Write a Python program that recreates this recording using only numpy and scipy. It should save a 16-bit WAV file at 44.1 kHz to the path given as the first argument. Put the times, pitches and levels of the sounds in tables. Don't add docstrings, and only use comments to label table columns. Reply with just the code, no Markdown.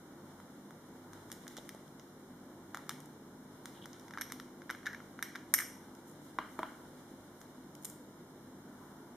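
import sys
import numpy as np
from scipy import signal
from scipy.fft import rfft, irfft, next_fast_len
from scipy.io import wavfile
from scipy.ndimage import uniform_filter1d, map_coordinates

SR = 44100
rng = np.random.default_rng(int(sys.argv[2]) if len(sys.argv) > 2 else 0)


def generate_wav(signal):
    frames = np.transpose(np.atleast_2d(signal))
    scaled = np.clip(frames, -1, 1) * 32767
    pcm = np.round(scaled).astype(np.int16)
    wavfile.write(sys.argv[1], SR, pcm)


def volts_from_decibels(level):
    exponent = np.asarray(level, float) / 20
    return 10 ** exponent


N = 404232
BLOW_T = np.arange(SR // 11) / SR
LIFT_OFF = 5.5

# [f/Hz, width/Hz, level/dB]
LID_EDGE = [(7000, 220, 0.5), (9000, 1840, 2), (10470, 1550, 1.5), (11490, 800, 2.5), (13000, 2000, -28.5),
            (14300, 490, 1)]


def lid():
    # [t/s, knock level/dB, knock f/Hz, edge level/dB, ring level/dB]
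    clinks = [(1.6916, -44.5, 1760, -39.5, -66), (2.8932, -32.5, 1270, -31.5, -76),
              (4.211, -32.5, 1580, -39.5, -40), (4.3211, -39, 1290, -34.5, -60),
              (4.7089, -34.5, 1420, -39.5, -59), (5.2259, -27, 1720, -31, -45.5),
              (5.539, -24, 1620, -13, -25), (5.5453, -29, 1910, -27, -39), (5.581, -36, 2100, -33.5, -47.5),
              (5.5878, -24, 2070, -28.5, -39), (5.602, -30, 1760, -37, -46.5), (5.607, -34, 1750, -31, -50)]
    # [t/s, knock level/dB, knock f/Hz, tick level/dB]
    rattle = [(4.0816, -52, 1580, -49), (4.1083, -44, 1380, -47), (4.137, -39.5, 1760, -48.5),
              (4.1745, -31, 1300, -46), (4.1843, -35, 1580, -43), (4.188, -43, 1610, -53),
              (4.2175, -37, 1800, -32.5), (4.3006, -46, 1710, -47), (4.3087, -47, 1570, -55),
              (4.399, -39, 1360, -40.5), (4.619, -46, 1560, -53), (4.695, -33, 1740, -49),
              (4.701, -27.5, 1510, -37), (4.749, -40, 1590, -52), (4.831, -48, 1610, -58),
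              (4.856, -44, 1700, -50), (4.8588, -36, 1820, -41), (4.866, -35, 1720, -35),
              (4.8713, -37, 1680, -41), (4.88, -38, 1690, -54), (4.931, -45, 1700, -47),
              (4.9471, -36.5, 1680, -46), (5.003, -43, 1410, -63), (5.1907, -36, 1440, -54),
              (5.2297, -34.5, 1820, -44), (5.352, -38, 1700, -53), (5.3563, -33, 1500, -39),
              (5.362, -39, 1680, -46)]
    out = np.zeros((2, N + SR))
    for s, knock_db, hz, edge_db, ring_db in clinks:
        tick_db = edge_db + (0.8 if s < LIFT_OFF else -7.5)
        lid_blow(out, s, knock_db, hz, tick_db, edge_db, ring_db)
    for s, knock_db, hz, tick_db in rattle:
        lid_blow(out, s, knock_db, hz, tick_db, edge_db=tick_db - 11, ring_db=tick_db - 25)
    return out[:, :N]


def lid_blow(out, s, knock_db, hz, tick_db, edge_db, ring_db):
    # [f/Hz, width/Hz, level/dB]
    seated_tick = [(2040, 890, -0.5), (3600, 760, 2.5), (5700, 4050, 2), (7000, 2800, 0.5)]
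    # [f/Hz, width/Hz, level/dB]
    free_tick = [(2200, 700, -3.5), (4000, 1800, -4.5), (5500, 1550, 0.5), (7000, 1950, -4.5)]
    seated = s < LIFT_OFF
    body = volts_from_decibels(knock_db + 5) * knock(hz, 0.01)
    parts = volts_from_decibels(tick_db + 1.5) * tick(seated_tick if seated else free_tick, 0.013, 0.6)
    edge = volts_from_decibels(edge_db) * tick(LID_EDGE, 0.0072, 0.12, hard=30)
    lean = volts_from_decibels(2.2 * np.array([[-1], [1], [0]]))
    ring = volts_from_decibels(ring_db + 7.5) * lean * lid_ring(seated)
    add(out, s, body + parts + edge + ring, room_db=-0.4)


def lid_ring(seated):
    # [f/Hz, level/dB, t60/s]
    lid_modes = [(5600, -13.5, 0.033), (5720, -10, .045), (5880, -12, .03), (8530, -14, .05),
                 (8700, -13, 0.05), (9400, -16, .04), (10760, -16, .04), (11440, -3, 0.065),
                 (11900, -15, 0.06), (11380, -7, .06), (14400, -17, .035), (14900, -24.5, .04)]
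    hz, db, t60 = np.transpose(lid_modes)
    detune, share, phase = rng.standard_normal((3, len(hz)))
    db = db + 1.2 * share + 8 * seated * (abs(hz - 5730) < 90)
    lag = (0.89 + 0.6 * phase) * hz / 9000
    y = rings(hz * (1 + 0.0013 * detune), db, t60, lag, attack=0.00016)
    return y[[0, 1, 0]]


def table_taps():
    # [t/s, knock level/dB, knock f/Hz, thud level/dB]
    taps = [
        (6.3867, -18, 1060, -37),
        (6.591, -23, 937, -31),
        (6.631, -21.5, 996, -37.5),
    ]
    # [f/Hz, width/Hz, level/dB]
    rim_tick = [(2000, 860, 2), (3320, 890, 4), (5700, 3300, -5.5)]
    out = np.zeros((2, N + SR))
    for s, knock_db, hz, thud_db in taps:
        body = volts_from_decibels(knock_db) * knock(hz, 0.013)
        table = knock(344, 0.032) + volts_from_decibels(-7.5) * knock(642, 0.1)
        thud = volts_from_decibels(thud_db) * table
        edge = volts_from_decibels(thud_db - 14.5) * tick(LID_EDGE, 0.012, 0.4)
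        rim = volts_from_decibels(knock_db - 16) * tick(rim_tick, 0.018, 0.47)
        add(out, s, body + thud + edge + rim, room_db=2)
    return out[:, :N]


def case_and_links():
    # [t/s, knock level/dB, knock f/Hz, tick level/dB]
    grips = [(0.401, -49, 1000, -60.5), (0.7075, -48.5, 1230, -57), (1.1329, -48.5, 1180, -50),
             (1.3015, -49, 1180, -54), (1.3167, -47, 1710, -37.5), (1.468, -46, 1610, -59),
             (1.4789, -51, 1540, -40.5), (1.568, -47.5, 1460, -42.5), (1.572, -50, 1300, -54),
             (1.584, -44, 447, -55), (1.748, -45.5, 400, -55), (2.7461, -33, 1350, -43),
             (2.7534, -46, 1410, -50), (2.7718, -40.5, 1240, -44.5), (2.8663, -53, 930, -61),
             (2.905, -42, 1580, -51), (2.911, -43, 1640, -51), (3.6565, -43.5, 1430, -40),
             (3.857, -44.5, 1390, -45), (7.4146, -54, 1380, -50.5)]
    # [t/s, tick level/dB, sharp edge level/dB]
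    links = [(1.326, -45, -43), (1.5764, -41.5, -49), (1.6493, -60, -64), (1.8783, -56, -68),
             (1.996, -48, -61), (3.0031, -52, -50), (3.0576, -57, -53), (3.9308, -45, -61),
             (3.9962, -51, -56), (4.0106, -57, -65), (5.9503, -53.5, -58), (7.7512, -49, -50.5),
             (7.834, -56, -52), (7.8464, -46, -36), (7.849, -44, -38), (7.8523, -40, -33),
             (7.899, -62, -42.5)]
    out = np.zeros((2, N + SR))
    for s, knock_db, hz, tick_db in grips:
        case_blow(out, s, knock_db, hz, tick_db, edge_db=tick_db - 2.5, room_db=1)
    for s, tick_db, edge_db in links:
        case_blow(out, s, tick_db - 14, 1000, tick_db, edge_db, room_db=2)
    return out[:, :N]


def case_blow(out, s, knock_db, hz, tick_db, edge_db, room_db):
    # [f/Hz, width/Hz, level/dB]
    case_tick = [(2000, 640, -5), (3200, 1400, -2), (5700, 2050, 0.5), (7000, 2130, -2.5)]
    # [f/Hz, width/Hz, level/dB]
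    link_edge = [(7250, 2100, 1), (9500, 1200, 3.5), (11900, 2000, 1), (15000, 1700, -5)]
    body = volts_from_decibels(knock_db + 10.5) * knock(hz, 0.0053)
    parts = volts_from_decibels(tick_db + 1.5) * tick(case_tick, 0.016, 0.29)
    edge = volts_from_decibels(edge_db + 2.5) * tick(link_edge, 0.012, 0.21)
    add(out, s, body + parts + edge, room_db)


def knock(hz, t60):
    def body(life):
        modes = hz * np.array([0.75, 1, 1.3, 1.8])
        lives = life * np.array([1, 1, 0.89, 0.63])
        return rings(modes, [-11.5, 2.5, -6, -14.5], lives, [0, 0.1, 0.2, 0.4], attack=0.0002)

    near, far = body(t60), body(0.29 * t60)
    to_walls = far[0] * np.linalg.norm(near[0]) / np.linalg.norm(far[0])
    no_bass = signal.butter(2, 0.76 * hz, "high", fs=SR, output="sos")
    return signal.sosfilt(no_bass, np.array([*near, to_walls]))


def rings(hz, db, t60, lag, attack):
    hz, db, t60, lag = (np.asarray(v)[:, None] for v in (hz, db, t60, lag))
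    t = BLOW_T
    shape = volts_from_decibels(db - 60 * t / t60) * (1 - np.exp(-t / attack))
    return np.array([(shape * np.sin(2 * np.pi * hz * t + side * lag)).sum(0) for side in (0.5, -0.5)])


def tick(modes, t60, alike, hard=7.2):
    t, n = BLOW_T, len(BLOW_T)
    f = np.fft.rfftfreq(2 * n, 1 / SR)
    colour = 0
    for k, (c, w, db) in enumerate(modes):
        colour = colour + (-1) ** k * volts_from_decibels(db) * 1j * f * w / (c * c - f * f + 1j * f * w)
    a, b = rng.standard_normal((2, n)) * volts_from_decibels(-60 * t / t60) * (1 - np.exp(-t / 0.00022))
    first = hard * np.eye(8, n)[[5, 4]]
    spray = np.array([first[0] + a + (1 - alike) * b, first[1] + a - (1 - alike) * b, t == 0])
    y = irfft(rfft(spray, 2 * n) * colour ** 2)[:, :n]
    return 5.6 * y / np.linalg.norm(y, axis=1, keepdims=True)


def fingers():
    # [t/s, level/dB]
    rub = [(0.0, -64.5), (0.97, -66.5), (1.5, -55.5), (2.09, -68.5), (2.63, -68), (2.78, -63), (3.0, -61),
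           (3.32, -76), (3.6, -58.5), (4.11, -59.5), (4.26, -69), (5.05, -64), (5.72, -63.5), (6.56, -59),
           (7.07, -60.5), (8.17, -69.5), (9.17, -68.5)]
    # [f/Hz, level/dB per Hz]
    skin = [(1500, 7), (3200, 7), (6000, 2), (10000, 1.5), (15000, -8), (18000, -33)]
    return volts_from_decibels(curve(rub) - 7 + 2.23 * wobble(30)) * rush(skin, [(3000, 0.1)])


def slips():
    # [t/s, length/s, level/dB, centre f/Hz, width/Hz]
    slip_events = [(1.198, .2, -74, 3500, 3000), (1.58, 0.028, -53, 3600, 900),
                   (1.59, 0.024, -63, 497, 300), (3.774, 0.074, -62.5, 3100, 1200),
                   (3.823, 0.013, -51.5, 3200, 800), (3.843, 0.02, -50.5, 2950, 800),
                   (3.95, 0.087, -66, 3000, 2000), (4.871, 0.011, -31, 1660, 380),
                   (4.898, 0.06, -49.5, 1650, 400), (4.151, .025, -51, 1530, 500),
                   (5.543, .006, -30, 1678, 693), (4.868, 0.0118, -48, 3600, 500),
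                   (4.941, .05, -51.5, 1690, 500), (5.604, .06, -41.5, 1800, 800),
                   (6.098, .08, -63, 9500, 7000), (6.25, 0.072, -66, 10000, 7000),
                   (6.532, 0.082, -65, 9000, 8000), (7.831, 0.028, -61, 9000, 8000),
                   (7.889, 0.11, -65, 5700, 1600), (7.41, 0.092, -67, 9000, 7950)]
    out = np.zeros((2, N))
    for s, length, db, hz, width_hz in slip_events:
        n = round(2 * length * SR)
        a, b, grain = rng.standard_normal((3, SR // 2))[:, :n]
        rough = volts_from_decibels(3.8 * unit(uniform_filter1d(grain, size=90)))
        edges = [max(hz - width_hz / 2, 50), min(hz + width_hz / 2, 17000)]
        band = signal.butter(2, edges, "band", fs=SR, output="sos")
        unlike = min(hz / 9000, 1)
        friction = unit(signal.sosfilt(band, rough * [a + unlike * b, a - unlike * b]))
        out[:, round((s - length) * SR):][:, :n] += volts_from_decibels(db) * np.hanning(n) ** 2 * friction
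    return out


def add(out, s, blow, room_db):
    far = volts_from_decibels(room_db) * signal.fftconvolve(blow[2:], room_tail(), axes=1)
    start = round(s * SR)
    out[:, start:][:, :blow.shape[1]] += blow[:2]
    out[:, start:][:, :far.shape[1]] += far


def room_tail():
    # [f/Hz, t60/s]
    room_t60 = [(500, 0.25), (2000, 0.55), (6000, 0.51), (12000, 0.41), (16000, 0.15)]
    # [f/Hz, level/dB]
    wet = [(500, -12), (2000, -6), (6000, -7.5), (12000, -9.5), (14800, -5), (16200, -35)]
    hz, t, z = signal.stft(rng.standard_normal((2, SR // 3)), SR, nperseg=256)
    decay = volts_from_decibels(-60 * t / along(room_t60, hz)[:, None])
    level = volts_from_decibels(along(wet, hz))[:, None] / np.linalg.norm(decay, axis=1, keepdims=True)
    tail = signal.istft(z * decay * level, SR, nperseg=256)[1] / np.sqrt(128)
    shared = np.cos(0.45) * tail[0] + np.sin(0.45) * tail[1] * np.array([[1], [-1]])
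    return shared * np.clip((np.arange(tail.shape[1]) / SR - 0.005) / 0.0009, 0, 1)


def fan_hum():
    # [f/Hz, rms level/dB]
    orders = [(48.8, -85), (98.5, -74), (147, -68.5), (199, -68), (253.5, -65.5), (301.5, -69.5),
              (346, -67)]
    t = np.arange(N) / SR
    return sum(volts_from_decibels(db + 4 + 3 * wobble(5)) * np.sin(2 * np.pi * hz * t + 2.2 * wobble(6)) for hz, db in orders)


def room_air():
    # [f/Hz, level/dB per Hz]
    air = [(15, -62), (25, -33), (49, -16.5), (70, -25.5), (90, -16), (256, -3), (344, -8.5), (405, -10),
           (695, -16), (2000, -25), (3000, -31), (6000, -59)]
    # [f/Hz, likeness]
    alike = [(30, 1), (80, 0.92), (180, 1), (600, 0.95), (900, 0.61), (1500, 0.7), (2100, 0.049)]
    return volts_from_decibels(-55.5 + 0.16 * wobble(1.463)) * rush(air, alike)


def far_road():
    # [t/s, swell/dB]
    passes = [(0.3, 3.5), (1.2, 6), (2.86, 4.5), (3.75, 4.5), (4.21, 4), (5.0, 4), (5.8, 5), (6.7, 9),
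              (8.88, 7.5)]
    # [f/Hz, level/dB per Hz]
    road = [(500, -21), (850, -2.5), (980, -0.5), (1150, -10), (1450, -4.5), (2200, -30)]
    t = np.arange(N) / SR
    swell_db = sum(db * np.exp(-((t - s) / 0.23) ** 2) for s, db in passes)
    return volts_from_decibels(-67.5 + swell_db) * rush(road, [(1000, 0.71)])


def microphone_hiss():
    # [f/Hz, level/dB per Hz]
    hiss = [(300, -29), (2000, -12), (3700, 4), (6000, 2.5), (9000, 0.5), (14400, -1), (17000, -10)]
    return volts_from_decibels(-67) * rush(hiss, [(3000, -0.26)])


def rush(spectrum, alike):
    def split(hz):
        turn = np.arccos(np.clip(along(alike, hz), -1, 1)) / 2
        return volts_from_decibels(along(spectrum, hz)) * [np.cos(turn), np.sin(turn)]

    mid, side = filtered(rng.standard_normal((2, N)), split)
    return unit(np.array([mid + side, mid - side]))


def filtered(x, response):
    m = next_fast_len(N + SR // 2)
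    return irfft(rfft(x, m) * response(np.fft.rfftfreq(m, 1 / SR)), m)[..., :N]


def wobble(rate):
    at = np.arange(0, N + 64, 64)
    knots = rng.standard_normal(int(N * rate / SR) + 4)
    return np.interp(np.arange(N), at, map_coordinates(knots, [at * rate / SR]))


def curve(rows):
    return np.interp(np.arange(N) / SR, *np.transpose(rows))


def along(points, hz):
    f, v = np.transpose(points)
    return np.interp(np.log(hz + 1), np.log(f + 1), v)


def unit(x):
    return x / np.sqrt(np.mean(x ** 2) + 1e-20)


def scene():
    watch = lid() + table_taps() + case_and_links()
    hands = fingers() + slips()
    return watch + hands + fan_hum() + room_air() + far_road() + microphone_hiss()


def band_limit(x):
    return signal.sosfilt(signal.butter(12, 16820, fs=SR, output="sos"), x)


def record(dry):
    # [f/Hz, width/Hz, gain left at centre]
    notches = [(2580, 470, .1), (4590, 350, .1), (7900, 250, .4)]

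    def response(f):
        cuts = [(c * c - f * f + 1j * f * w * g) / (c * c - f * f + 1j * f * w) for c, w, g in notches]
        return np.prod(cuts, 0) ** 2 * (f < 16800)

    hz, _, z = signal.stft(filtered(dry, response), SR, nperseg=1024)
    power = (abs(z) ** 2).mean(0)
    local = uniform_filter1d(power, size=9, axis=0)
    ring = power[(hz > 11200) & (hz < 11700)].mean(0)
    settled = ring < 3 * np.roll(ring, shift=2)
    above_ring = ((hz > 12200) & (hz < 13900))[:, None]
    masked = above_ring & (local < volts_from_decibels(-30) * ring) & settled
    floor = volts_from_decibels(-212 + 24 * np.clip((hz[:, None] - 14900) / 600, 0, 1))
    faint = (hz > 14900)[:, None] & (local < floor)
    mix = signal.istft(np.where(masked | faint, 0.003, 1) * z, SR, nperseg=1024)[1][:, :N]
    return band_limit(mix)


dry = scene()
out = record(dry)
generate_wav(out)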